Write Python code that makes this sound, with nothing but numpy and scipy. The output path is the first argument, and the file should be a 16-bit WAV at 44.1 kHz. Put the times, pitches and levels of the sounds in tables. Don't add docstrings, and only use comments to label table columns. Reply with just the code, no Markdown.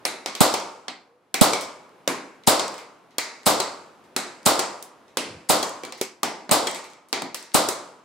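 import sys
import numpy as np
from scipy import signal
from scipy.io import wavfile

SR = 44100
rng = np.random.default_rng(int(sys.argv[2]) if len(sys.argv) > 2 else 0)


def to_wav(s):
    ch = np.atleast_2d(s).T
    pcm = np.round(np.clip(ch, -1, 1) * 32767)
    wavfile.write(sys.argv[1], SR, pcm.astype(np.int16))


N = 354784
LEAD = SR
MIDDLE_HZ = 4200
COLOUR_HZ = (250, 900, 2200, 8000, 13500)


def gain_of(db):
    return 10 ** (np.asarray(db) / 20)


def peaked(x):
    return x / abs(x).max()


def read(points, hz, column=1):
    points = np.array(points)
    return np.interp(np.log(hz + 1), np.log(points[:, 0] + 1), points[:, column])[:, None]


def add(mix, s, sound):
    part = mix[:, LEAD + round(s * SR):][:, :sound.shape[1]]
    part += sound[:, :part.shape[1]]


def unit_energy(x):
    return x / np.sqrt(np.mean(np.sum(x ** 2, 1)))


def noise(size, colour, shape):
    # frequency in Hz, correlation (held within -1 to 1 below).
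    likeness = [(60, -1.7), (120, 0.81), (240, 0.89), (480, 0.83), (950, 0.69), (1890, 0.57), (3770, 0.67),
                (7520, 0.23), (15000, -0.15)]
    frames, hz = size // 128 + 5, np.fft.rfftfreq(512, 1 / SR)
    a, b, c, d = rng.standard_normal((frames, len(hz), 4)).T
    same = np.clip(read(likeness, hz), -1, 1)
    left, other = a + 1j * b, c + 1j * d
    right = same * left + np.sqrt(1 - same ** 2) * other
    magnitude = gain_of(read(colour, hz)) * shape(hz, np.arange(frames) * 128 / SR)
    spectrum = np.array([left, right]) * magnitude
    return unit_energy(signal.istft(spectrum, nperseg=512, noverlap=384)[1][:, :size])


def coloured(points, size=1024):
    half = read(points, np.fft.rfftfreq(size, 1 / SR))[:, 0] * np.log(10) / 20
    log_gain = np.concatenate([half, half[-2:0:-1]])
    return np.fft.ifft(np.exp(np.conj(signal.hilbert(log_gain)))).real[:size // 2]


def tilted(colour_db, body, bright):
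    octaves = np.log2(np.array(COLOUR_HZ) / MIDDLE_HZ)
    return colour_db + body * np.maximum(-octaves, 0) + bright * np.maximum(octaves, 0)


def rings(modes, t, spread, near_hz=None):
    total = 0
    for hz, db, t60 in modes:
        away_db = 18 * abs(np.log2(hz / (near_hz or hz)))
        pitch = hz * rng.normal(1, spread)
        total = total + gain_of(db - away_db - 60 * t / t60) * np.sin(2 * np.pi * pitch * t)
    return total


def background_noise():
    # frequency in Hz, relative density in dB.
    background_colour = [(40, -13), (100, -8.5), (300, 2.5), (900, -2), (2000, -10.5), (5000, -22),
                         (8000, -26.5), (11000, -26), (16000, -38.5)]
    slow_gain = [(0, 0.5), (1.2, -13), (2, -2.5), (3, -5.5), (4, -2), (5, -3.5), (6.2, -6.5), (7, -9.5),
                 (8.1, -7.6)]
    steady = noise(N, background_colour, lambda hz, t: gain_of(np.interp(t, *np.transpose(slow_gain))))
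    return gain_of(-57.5) * np.sqrt(N) * steady


def rumble():
    # start in seconds, end in seconds.
    rumble_span = (5.2, 5.47)
    start, end = rumble_span
    size = round((end - start) * SR)
    band = signal.butter(2, (60, 300), "bandpass", fs=SR, output="sos")
    low = signal.sosfilt(band, rng.standard_normal(size))
    return start, np.tile(gain_of(-46.5) * low / low.std() * np.hanning(size), (2, 1))


def hum():
    # start in seconds, end in seconds, pitch in Hz, peak level in dB.
    hum_note = (1.05, 1.21, 478, -60)
    start, end, hz, db = hum_note
    t = np.arange(0, end - start, 1 / SR)
    tone = np.sin(2 * np.pi * hz * t + 1.8 * np.sin(2 * np.pi * 9 * t))
    return start, np.tile(gain_of(db) * tone * signal.windows.tukey(len(t), .6), (2, 1))


def hall(hz, t):
    # frequency in Hz, t60 in seconds.
    hall_decay = [(60, 0.15), (150, 0.49), (400, 0.71), (1000, 0.65), (2500, 0.36), (5000, 0.53),
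                  (9000, 0.25), (15000, 0.17)]
    # frequency in Hz, level against the hallway in dB, t60 in seconds.
    rooms_beyond = [(59.8, -49.5, 2.7), (194, -15.5, 1.4), (790, -25, 1.6), (2060, 1, 0.62),
                    (4460, -31, 1.17), (7550, -6.5, 0.6), (11900, -20.5, 0.56), (15500, -33, .7)]
    near = gain_of(-60 * t / read(hall_decay, hz))
    far = gain_of(read(rooms_beyond, hz) - 60 * t / read(rooms_beyond, hz, column=2))
    return np.sqrt(near ** 2 + far ** 2)


def standing(size):
    # frequency in Hz, relative level in dB.
    hall_modes = [(300, 0), (339, -9), (403, -2.5), (474, -2), (529, -4.5), (581, 1), (654, 1.5), (716, -3),
                  (749, 2), (834, -0.5), (889, -7), (945, -4), (1030, -6.5), (1096, -5), (1211, -6),
                  (1255, -10)]
    t = np.arange(size) / SR
    waves = 0
    for hz, db in hall_modes:
        turns = hz * t + rng.random() + rng.normal(0, 0.095, (2, 1))
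        waves = waves + gain_of(db - 60 * t / 0.6) * np.sin(2 * np.pi * turns)
    return unit_energy(waves)


def knock(tail, db, colour_db, case, wood, pan_db, hall_db, damping, length):
    # frequency in Hz, relative level in dB, t60 in seconds.
    case_modes = [(2320, -5, 0.05), (3300, -5, .045), (4140, -4, .055)]
    # frequency in Hz, relative level in dB, t60 in seconds.
    wood_modes = [(304, -3, 0.04), (375, 0, 0.085), (444, -1.5, 0.05), (535, 0, .04), (815, -3, 0.035),
                  (1000, -3, 0.04), (1220, -3, .04)]
    t = np.arange(tail.shape[1]) / SR
    size = 4000
    fade = np.exp(-(t[:600] / length) ** 2)
    weight = np.linalg.norm(fade)
    hit = rng.standard_normal((3, 600)) * fade
    deep_bass = (60, colour_db[0] - 27)
    colour = coloured(sorted([deep_bass, (MIDDLE_HZ, 0), *zip(COLOUR_HZ, colour_db)]))
    rattle = signal.fftconvolve(hit[0] + 1.34 * hit[1:], colour[None], axes=1)
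    rattle *= weight / np.linalg.norm(rattle, axis=1, keepdims=True)

    case_ring = gain_of(case[0]) * rings(case_modes, t[:size], .012, case[1])
    wood_ring = gain_of(wood[0]) * rings(wood_modes, t[:size], .02, wood[1])
    ring = (case_ring + wood_ring) * (1 - np.exp(-t[:size] / 0.0012))

    humps = np.column_stack([np.geomspace(300, 14000, 22), rng.normal(0, 2.5, 22)])
    colour = np.convolve(colour, coloured(humps))[:len(colour)]
    sent = gain_of(-12) * ring
    sent[:len(colour)] += colour * weight / np.linalg.norm(colour)
    late = tail * gain_of(hall_db - max(damping, 0) * t) * np.clip(t / 0.0056, 0, 1)
    out = signal.fftconvolve(sent[None], late, axes=1)[:, :len(t)]

    side = gain_of([[pan_db / 2], [-pan_db / 2]])
    out[:, :size] += ring * side
    out[:, :rattle.shape[1]] += rattle * side
    return gain_of(db) * out


def tick(tail, db, mid_db, hall_db):
    colour_db = (-30., -14., -5., -mid_db, -mid_db - 14.5)
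    silent = (-99, MIDDLE_HZ)
    return knock(tail, db, colour_db, silent, silent, pan_db=0, hall_db=hall_db, damping=30, length=0.0016)


def wall_hit(tail, db, bright, *case):
    wall_colour = (-27, 5.5, -9.5, -0.5, -14)
    return knock(tail, db, tilted(wall_colour, 0, bright), case, wood=(-1, 424),  # dB, Hz
                 pan_db=3, hall_db=1.7, damping=7.3, length=0.007)


def drop(tail, db, body, bright, case_db, case_hz, wood_db, wood_hz, damping):
    drop_colour = (1.2, 2.1, -6.5, -5, -16)
    return knock(tail, db, tilted(drop_colour, body, bright), (case_db, case_hz), (wood_db, wood_hz),
                 pan_db=-0.3, hall_db=0.5, damping=damping, length=0.0036)


def case_knocks(mix):
    # frequency in Hz, relative level in dB.
    hall_answer = [(100, 3.5), (400, 1), (1000, 2), (1700, 0.5), (2200, 7.5), (2800, 2), (4200, -1),
                   (7000, -2.5), (10000, 1), (15000, -0.5)]
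    # start in seconds, level in dB, brightness in dB per
    # octave, ring of the case in dB, its strongest pitch in Hz.
    wall_hits = [(0.539, -19, -2.5, -3, 4220), (1.533, -20, -4, 5, 2330), (2.595, -19.5, -6.5, -3, 4140),
                 (3.601, -19, -2.8, 4, 4170), (4.592, -17.5, -0.5, 0, 3700), (5.628, -22, -0.5, 5, 3300),
                 (6.67, -21, -4.2, 5, 3180), (7.687, -19, 2.5, -14, 4120)]
    # start in seconds, level in dB, body in dB per octave below the
    # middle, brightness in dB per octave above it, ring of the case in dB, its strongest pitch in Hz,
    # ring of the wood in dB, its strongest pitch in Hz, extra hall damping in dB/s (below 0 acts as 0).
    landings = [(.052, -14, 0.2, 1.2, -23, 2380, -14.5, 483, 13),
                (.26, -19, -0.4, -3, -22, 4200, -12.5, 516, 14.5),
                (.3516, -24.5, -3.5, -3.5, -17, 4260, -19, 797, 11),
                (.882, -23, -1, -10, -6, 3430, -7, 914, 62),
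                (1.342, -14, -0.5, 2.5, -8, 3240, -6, 816, 31.5),
                (2.0765, -13, 1.3, 2, -15.5, 2300, -3.5, 530, 9.9),
                (3.183, -14.5, -2, 2.1, -7, 3400, -7, 990, -3.5),
                (4.164, -14.5, -0.5, 1, -12, 4110, -8, 350, -3.5),
                (4.8255, -30.5, -4, 9.5, -16, 3320, -28, 611, 63),
                (5.1713, -14.5, -0.54, 1.2, -13, 3390, -3, 536, 2),
                (5.8349, -27, 2.5, -3, 0, 2260, -10, 533, 32),
                (5.85, -32.5, -2.5, 0.5, -1, 3860, -42, 298, 13.5),
                (5.923, -29.5, -0.4, -2, -10, 2280, -23.5, 528, 21),
                (6.013, -17, -1.2, 4.5, -8, 2350, 2, 440, 80),
                (6.232, -13.5, 1.5, 3, -12, 3890, -1, 1230, 9),
                (6.4931, -22.5, 3.5, -4.5, -14, 4200, -3, 794, -9),
                (7.128, -14.5, 0.7, -1.5, -6.5, 3250, -5.5, 1250, 12),
                (7.22, -22.5, 2.5, 0.5, -12, 2200, 0, 1030, 47),
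                (7.3453, -22, -1.4, 3.2, -26, 4200, -10, 807, -5)]
    # start in seconds, level in dB,
    # 4.2 kHz over 8 kHz in dB, hall in dB.
    light_ticks = [(0.6, -34, -6, -9), (1.61, -26.5, -6, 6.5), (1.8933, -56, 2.5, -8),
                   (2.4364, -42.5, 10, 0), (2.6544, -45, -6, -9), (2.6806, -25, .1, -15),
                   (2.7194, -45, -6, -3), (2.742, -35, 2, 4), (2.7804, -34, 2, 5), (3.1084, -53.5, 12, 7.5),
                   (3.433, -43, 6, 1.5), (4.0402, -58, .1, 10.5), (4.4308, -45.5, 3.5, 1),
                   (5.0809, -52.5, 6, 7), (5.694, -29, -8, -17), (5.976, -44, -1, 11),
                   (6.7126, -30, -15, -16), (6.7472, -27, -4, 7.5), (6.8424, -38, 5, 6),
                   (6.9008, -45, 2, 6), (6.9343, -44, 8, 1), (7.0863, -49, -8, 7), (7.427, -34, -7, 1),
                   (7.518, -42, 17, 0)]
    places = [noise(SR * 3 // 4, hall_answer, hall) for _ in range(6)]
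    for rows, sound in ((wall_hits, wall_hit), (landings, drop), (light_ticks, tick)):
        for k, (s, *row) in enumerate(rows):
            add(mix, s, sound(places[k % len(places)], *row))


def hammer(db):
    # frequency in Hz, relative level in dB, t60 in seconds.
    frame_modes = [(2100, -18, .016), (5100, -8, .016), (6800, -6, .005), (8400, 0, .0055),
                   (10200, -6, .005)]
    t = np.arange(1300) / SR
    return gain_of(db) * peaked(np.array([rings(frame_modes, t, .03), rings(frame_modes, t, .03)]))


def hammer_strikes(mix):
    # start in seconds, peak in dB.
    strikes = [(2.4708, -9), (3.4608, -8), (4.458, -7), (5.4926, -6), (7.5426, -14)]
    for s, db in strikes:
        add(mix, s - 0.0037, hammer(-24))
        add(mix, s, hammer(db))


def thump(s, left, right):
    lag_s, thump_hz = 0.00672, 218
    u = np.arange(-440, 440) / SR
    swing = np.cos(2 * np.pi * thump_hz * u) * np.exp(-(u * thump_hz / 0.58) ** 2)
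    return s + lag_s + u[0], np.outer([left, right], swing)


def shot(tail, crack_db, blast_db):
    # frequency in Hz, relative level in dB.
    crack_colour = [(200, -33.5), (1500, -17), (4500, -4), (6500, -3), (8300, 5.5), (10500, -8),
                    (15000, -24)]
    t = np.arange(tail.shape[1]) / SR
    fade = np.exp(-(t[:900] / 0.0036) ** 2) * np.minimum(t[:900] / 0.001, 1)
    puff = rng.standard_normal((3, 900)) * fade
    crack = signal.fftconvolve(puff[0] + 0.24 * puff[1:], coloured(crack_colour)[None], axes=1)
    out = gain_of(blast_db) * tail * (1 - np.exp(-t / 0.0029))
    out[:, :crack.shape[1]] += gain_of(crack_db) * peaked(crack)
    return out


def cap_shots(mix):
    # start in seconds, crack peak in dB, blast level in dB,
    # low thump of the overloaded input as peak on the left and on the right (linear).
    cap_rows = [(0.405, -6.5, 21.7, 0.46, -1.22), (1.411, -4.5, 22.05, 0.71, -2.07),
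                (2.4726, -4, 22.6, -0.67, 0.25), (3.463, -5, 21.2, 0.081, -0.45),
                (4.4602, -4, 21.6, 0.091, -0.43), (5.4946, -5, 20.7, 0.19, -0.4),
                (6.5115, -5, 20.9, 0.21, -0.44), (7.5437, -4.5, 20.6, 0.56, -0.4)]
    # start in seconds, crack peak in dB,
    # blast level in dB.
    earlier_shot = (-0.98, -12, 41.5)
    # frequency in Hz, relative density in dB.
    blast_colour = [(35, -49.5), (60, -49), (233, -5.5), (308, -14.5), (492, -5.5), (651, -5.5), (732, -6),
                    (1220, -5.5), (1740, -19.5), (4220, -11.5), (6140, -17), (8510, -12), (16000, -16.5)]
    aim, stray = noise(2 * SR, blast_colour, hall), noise(2 * SR, blast_colour, hall)
    aim = aim + gain_of(-6) * standing(2 * SR)
    for k, (s, crack_db, blast_db, *thump_peaks) in enumerate([earlier_shot] + cap_rows):
        shift = np.roll(stray, 7 * k, 1) * (-1) ** k
        add(mix, s, shot(0.66 * aim + .5 * shift, crack_db, blast_db))
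        if thump_peaks:
            add(mix, *thump(s, *thump_peaks))


def scene():
    mix = np.zeros((2, LEAD + N))
    add(mix, 0, background_noise())
    add(mix, *rumble())
    add(mix, *hum())
    case_knocks(mix)
    hammer_strikes(mix)
    cap_shots(mix)
    return mix[:, LEAD:]


def record(dry):
    thin = signal.sosfilt(signal.butter(2, 60, "highpass", fs=SR, output="sos"), dry)
    edge = signal.firwin(511, 15900, window=("kaiser", 9), fs=SR)
    clipped = np.clip(thin, -1, 1)
    return np.clip(signal.oaconvolve(clipped, edge[None], "same"), -1, 1)


dry = scene()
out = record(dry)
to_wav(out)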